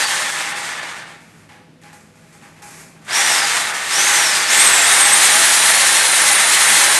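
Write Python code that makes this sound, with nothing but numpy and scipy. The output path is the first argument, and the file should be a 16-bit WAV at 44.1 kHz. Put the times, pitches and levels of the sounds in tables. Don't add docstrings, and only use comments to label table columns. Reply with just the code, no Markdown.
import sys
import numpy as np
from scipy import signal
from scipy.fft import rfft, irfft, next_fast_len
from scipy.io import wavfile
from scipy.ndimage import uniform_filter1d

SR = 44100
rng = np.random.default_rng(int(sys.argv[2]) if len(sys.argv) > 2 else 0)


def elevation(decibels):
    levels = np.asarray(decibels, float)
    return 10 ** (levels / 20)


def unload_wav(signal):
    wavfile.write(
        sys.argv[1],
        SR,
        np.round(np.clip(np.atleast_2d(signal).T, -1, 1) * 32767).astype(np.int16),
    )


N = 308259
TIME = np.arange(N) / SR
GRIT_SPLIT_HZ = 6500

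# freq_hz, level_db
HOUSING_SPECTRUM = [(35, -63), (60, -27), (227, -16.5), (269, -18.5), (311, -12.5), (427, -12.5),
                    (477, -11.5), (690, -6.5), (815, -12.5), (894, -4), (1740, 0), (2620, -5.5),
                    (5000, -17.5), (6500, -36), (11000, -120)]


def unit(x):
    return x / np.sqrt(np.mean(x ** 2))


def colour(x, points):
    hz, db = np.transpose(points)
    size = next_fast_len(len(x))
    f = np.maximum(np.fft.rfftfreq(size, 1 / SR), 1)
    gain = elevation(np.interp(np.log(f), np.log(hz), db))
    return irfft(rfft(x, size) * gain, size)[:len(x)]


def ring(x, hz, width_hz):
    return signal.lfilter(*signal.iirpeak(hz, hz / width_hz, fs=SR), x)


def split(x, hz, kind):
    return signal.sosfilt(signal.butter(4, hz, kind, fs=SR, output="sos"), x)


def walk(rate):
    k = int(SR / rate)
    steps = np.repeat(rng.standard_normal(N // k + 1), k)
    return unit(uniform_filter1d(uniform_filter1d(steps, k), k)[:N])


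def grains(spread_db):
    size_db = spread_db * np.minimum(rng.exponential(size=N), 5)
    return unit(rng.standard_normal(N) * elevation(size_db))


def lag(x, seconds):
    share = 1 / (seconds * SR)
    return signal.lfilter([share], [1, share - 1], x - x[0]) + x[0]


def by_speed(hz, table):
    at_hz, *rest = np.transpose(table)
    return [np.interp(np.log(hz), np.log(at_hz), column) for column in rest]


def coast(start_hz, t):
    friction_hz_per_s, drag_per_s = 2750, .53
    rest = friction_hz_per_s / drag_per_s
    return np.maximum((start_hz + rest) * np.exp(-drag_per_s * t) - rest, 1)


def speed():
    # on_s, off_s, reached_hz, spin_up_s
    pulls = [(3.01, 3.074, 702, 0.24), (3.074, 3.273, 5800, .021), (3.855, 4.092, 6510, 0.083),
             (4.476, 4.635, 8660, 0.0599), (4.833, 4.945, 9180, .04), (5.115, 5.255, 9630, 0.065),
             (5.336, 5.5, 10200, .15), (5.62, 5.765, 10360, 0.076), (5.876, 6.019, 10290, .1),
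             (6.155, 6.285, 9940, 0.069), (6.4, 6.579, 10150, .14), (6.662, 6.805, 10140, 0.11),
             (6.907, 7.05, 9800, 0.073)]
    hz, powered = coast(4900, TIME), np.zeros(N)
    for on, off, top, rise in pulls:
        before = hz[int(on * SR)]
        progress = np.expm1(-np.maximum(TIME - on, 0) / rise) / np.expm1(-(off - on) / rise)
        climb = before + (top - before) * progress
        after = np.where(TIME < off, climb, coast(top, TIME - off))
        hz = np.where(TIME < on, hz, after)
        powered[(TIME >= on) & (TIME < off)] = 1
    return uniform_filter1d(hz, 1500), lag(powered, 0.056)


def motor(hz):
    # whine_hz, level_db
    whine_out = [(4000, -39), (4550, -31), (5750, -23.5), (6350, -24.5), (7300, -22), (8400, -15.5),
                 (9250, -20.5), (10200, -23.5)]
    bar_count, sideband_db = 24, -7
    mesh_ratio, mesh_db = .419, -7
    strain_db, strain_hz_per_s = -1, 21000
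    strain = np.clip(np.gradient(hz) * SR / strain_hz_per_s, 0, 1)
    gain = elevation(by_speed(hz, whine_out)[0] - 1.0 + strain_db * strain)
    gain = gain * np.minimum(hz / whine_out[0][0], 1) ** 2
    bars = 2 * np.pi * np.cumsum(hz) / SR
    shaft = bars / bar_count
    shiver = 2 * np.pi * np.cumsum((40 + hz * .005) * walk(rate=300)) / SR
    sidebands = 1 + 2 * elevation(sideband_db) * np.cos(shaft)
    whine = elevation(3.2 * walk(rate=120)) * np.sin(bars + shiver) * sidebands
    mesh_gain = elevation(mesh_db + 2.0 * walk(rate=120)) * np.clip(hz / 9000, .8, 2) ** 3
    mesh = mesh_gain * np.sin(mesh_ratio * (bars + 1.9 * shiver))
    return np.sqrt(2) * gain * (whine + mesh), shaft


def body(x, air_db):
    # freq_hz, width_hz, level_db
    modes = [(821, 45, -14.5), (1556, 32, -20.5), (1795, 140, -12), (2130, 170, -17.5), (3560, 140, -23),
             (8750, 210, -19)]
    total = 0
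    for hz, width_hz, db in modes:
        level_db = db + 1.2 * walk(rate=16) + (hz > GRIT_SPLIT_HZ) * air_db
        total = total + elevation(level_db) * unit(ring(x, hz, width_hz))
    return total


def drill_noise(shaft, hz, powered):
    # commutator_hz, clatter_db, grit_over_clatter_db, air_over_clatter_db
    noise_levels = [(12, -80, -4, -8), (407, -44, -6.5, -14), (1380, -28, -7.5, -14), (3340, -24.5, -3, -6),
                    (4640, -21, 0, -3.5), (6000, -18, 0, -1), (9900, -17, 0, 2)]
    # time_s, noise_change_db
    lean = [
        (4.45, -.5),
        (4.62, 1),
        (5.05, 0),
        (5.26, 1.5),
        (5.45, 0),
        (5.85, -1),
        (6.13, -1),
        (6.5, -1),
        (6.77, 0.5),
        (6.99, 0),
    ]
    # time_s, clatter_change_db
    jolts = [
        (.025, 1),
        (.075, -14),
        (.318, -9),
        (.41, 4),
        (3.57, 5),
        (4.48, -2),
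    ]
    # time_s, treble_change_db, half_length_s
    slack = [(.06, -7, 0.01), (0.24, -3, 0.01), (0.298, 1.5, 0.011), (0.375, -1, .014),
             (0.542, -9.5, 0.017), (0.812, -7, 0.015), (0.957, -1, .02), (1.055, -5, 0.022),
             (3.661, -2, 0.018), (3.728, -9, 0.011), (4.213, -2, 0.01)]
    # freq_hz, level_db
    treble = [(1180, -41), (2000, -0.5), (2310, -6), (2570, -4.5), (2920, -6), (3420, -4), (4280, -6.5),
              (5100, -7.5), (7830, -3), (8640, 1), (9600, -5.5), (10900, -4), (12100, -9), (15800, -43),
              (22000, -120)]
    jolt_s = 0.011
    clatter_db, grit_db, air_db = by_speed(lag(hz, 0.023), noise_levels)
    clatter_db = clatter_db + np.interp(TIME, *np.transpose(lean))
    jolt = elevation(sum(db * np.exp(-((TIME - s) / jolt_s) ** 2) for s, db in jolts))
    teeth = grains(spread_db=2.5) * (1 + 0.22 * np.cos(shaft))
    clatter = unit(colour(teeth, HOUSING_SPECTRUM)) * elevation(0.55 * walk(rate=17))
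    high = colour(grains(spread_db=2.0) * (1 + 0.022 * np.cos(shaft)), treble)
    slack_db = sum(db * np.exp(-((TIME - s) / half_s) ** 2) for s, db, half_s in slack)
    chatter_db = slack_db + 0.93 * walk(rate=45)
    grit = unit(split(high, GRIT_SPLIT_HZ, "low")) * elevation(grit_db + 1.0 + chatter_db)
    air_level_db = air_db - 2.5 + chatter_db + 0.84 * walk(rate=50)
    air = unit(split(high, GRIT_SPLIT_HZ, "high")) * elevation(air_level_db)
    shaken = jolt * (clatter + body(teeth, air_db))
    level = elevation(clatter_db - 0.5 + 0.2 * powered)
    return level * (hz > 2) * (shaken + grit + air)


def background():
    # freq_hz, level_db
    tone_spectrum = [(15, -30), (30, -11), (70, -13), (130, -4.5), (250, -5.5), (420, -12), (900, -23.5),
                     (1600, -23), (3000, -26), (12100, -39.5), (16000, -80)]
    # freq_hz, width_hz, level_db
    fan = [(103, 5.4, -60.5), (169, 9.9, -61), (213, 7.7, -59.5), (502, 2.8, -63.5), (637, 7.2, -64)]
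    tone_db = -50.5 + 1 + 1.2 * walk(rate=2.1)
    tone = elevation(tone_db) * unit(colour(rng.standard_normal(N), tone_spectrum))
    hum = sum(elevation(db) * unit(ring(rng.standard_normal(N), hz, width_hz)) for hz, width_hz, db in fan)
    phase = 2 * np.pi * 160.5 * TIME + .5 * walk(rate=8)
    return tone + hum + elevation(-50 + 1.7 * walk(rate=15)) * np.sin(phase)


def scraping():
    # start_s, held_s,
    # level_db, treble_over_level_db
    scrapes = [(1.085, 0.033, -40, -10), (1.2, 0.23, -52, -0.5), (1.488, 0.045, -42.5, -9.5),
               (1.81, .02, -53, 1), (1.836, 0.049, -44.5, -6), (1.925, 0.016, -52.5, 8.5),
               (2.0, .95, -59.5, 1), (2.15, 0.16, -57.5, 3), (2.32, 0.029, -53, 6), (2.42, 0.047, -46, -3),
               (2.555, 0.041, -49, -5), (2.617, .2, -48, 9.5), (2.95, .02, -52, -15), (3.012, .01, -50, -3),
               (3.044, .02, -53, 10)]
    rise_s, fall_db_per_s = 0.0062, 106
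    low, top = 0, 0
    for s, held_s, db, treble_db in scrapes:
        fade_db = -fall_db_per_s * np.maximum(TIME - s - held_s, 0)
        power = (np.clip((TIME - s) / rise_s, 0, 1) * elevation(db + fade_db)) ** 2
        low = low + power
        top = top + power * elevation(2 * treble_db)
    return np.sqrt(low), np.sqrt(top)


def handling():
    # freq_hz, level_db
    scrape_spectrum = [(1470, -2.5), (2500, 3), (2800, -9), (2930, -13), (4270, -7), (4530, -5), (6920, 2),
                       (8950, 0.5), (9690, -6), (11100, -0.5), (12100, -7), (15800, -37), (22000, -120)]
    # time_s, peak_db, ring_db
    taps = [
        (1.491, -32, -40),
        (1.835, -28, -45),
        (1.929, -33, -43.5),
        (2.415, -34, -58),
        (2.627, -28, -40),
    ]
    low, top = scraping()
    rub = grains(spread_db=2.5)
    rub_body = unit(colour(rub, HOUSING_SPECTRUM)) + elevation(-9) * unit(ring(rub, 821, 27))
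    scrape = low * rub_body + top * unit(colour(rub, scrape_spectrum))
    blows, rung = np.zeros(N), np.zeros(N)
    t = np.arange(SR // 2) / SR
    pair = np.sin(2 * np.pi * 828 * t) + 0.35 * np.sin(2 * np.pi * 790 * t)
    panel = pair * elevation(-2.5 - 60 * t / 0.4) * np.minimum(t / .004, 1)
    for s, db, ring_db in taps:
        i = int(s * SR)
        burst = np.exp(-t / 0.0034) * rng.standard_normal(len(t))
        blows[i:i + len(t)] += elevation(db) * burst / np.max(np.abs(burst))
        rung[i:i + len(t)] += elevation(ring_db) * panel
    return elevation(-3.5) * scrape + elevation(3.5) * ring(blows, 1800, 2700) + rung


def tail():
    t60_s, top_t60_s = .55, .3
    wet_db, wet_top_db = -4, -7
    t = np.arange(SR // 2) / SR
    noise = rng.standard_normal(SR // 2)
    low = split(noise, 2720, "low")
    low_part = low * elevation(-60 * t / t60_s) * np.sqrt(2 * np.log(1000) / t60_s / SR)
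    top_decay = elevation(wet_top_db - 60 * t / top_t60_s)
    top_part = (noise - low) * top_decay * np.sqrt(2 * np.log(1000) / top_t60_s / SR)
    return elevation(wet_db) * (low_part + top_part) * np.minimum(t / 0.0031, 1)


def room(x):
    sway = 2.5 * walk(rate=5)
    lead = SR // 2
    wet = 0
    for share in (np.cos(sway), np.sin(sway)):
        sent = x * share
        path = np.r_[sent[lead:0:-1], sent]
        wet = wet + signal.fftconvolve(path, tail())[lead:lead + N]
    return x + wet


def scene():
    hz, powered = speed()
    tones, shaft = motor(hz)
    drill = tones + drill_noise(shaft, hz, powered)
    mono = room(elevation(-1.0) * (drill + handling())) + background()
    patches = uniform_filter1d(1. * (walk(rate=30) > 1.0), 500)
    side = elevation(-21.5) * patches * split(np.roll(mono, 700), 4200, "high")
    return np.array([mono + side, mono - side])


def top_cut(x):
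    return signal.sosfilt(signal.butter(12, 12280, fs=SR, output="sos"), x)


def record(dry):
    rounded = 1.306 * np.tanh(dry / 1.22)
    thinned = signal.sosfilt(signal.butter(1, 70, "high", fs=SR, output="sos"), rounded)
    cut = signal.sosfilt(signal.ellip(10, .2, 70, 12420, fs=SR, output="sos"), thinned)
    return top_cut(np.clip(cut, -1, 1))


dry = scene()
out = record(dry)
unload_wav(out)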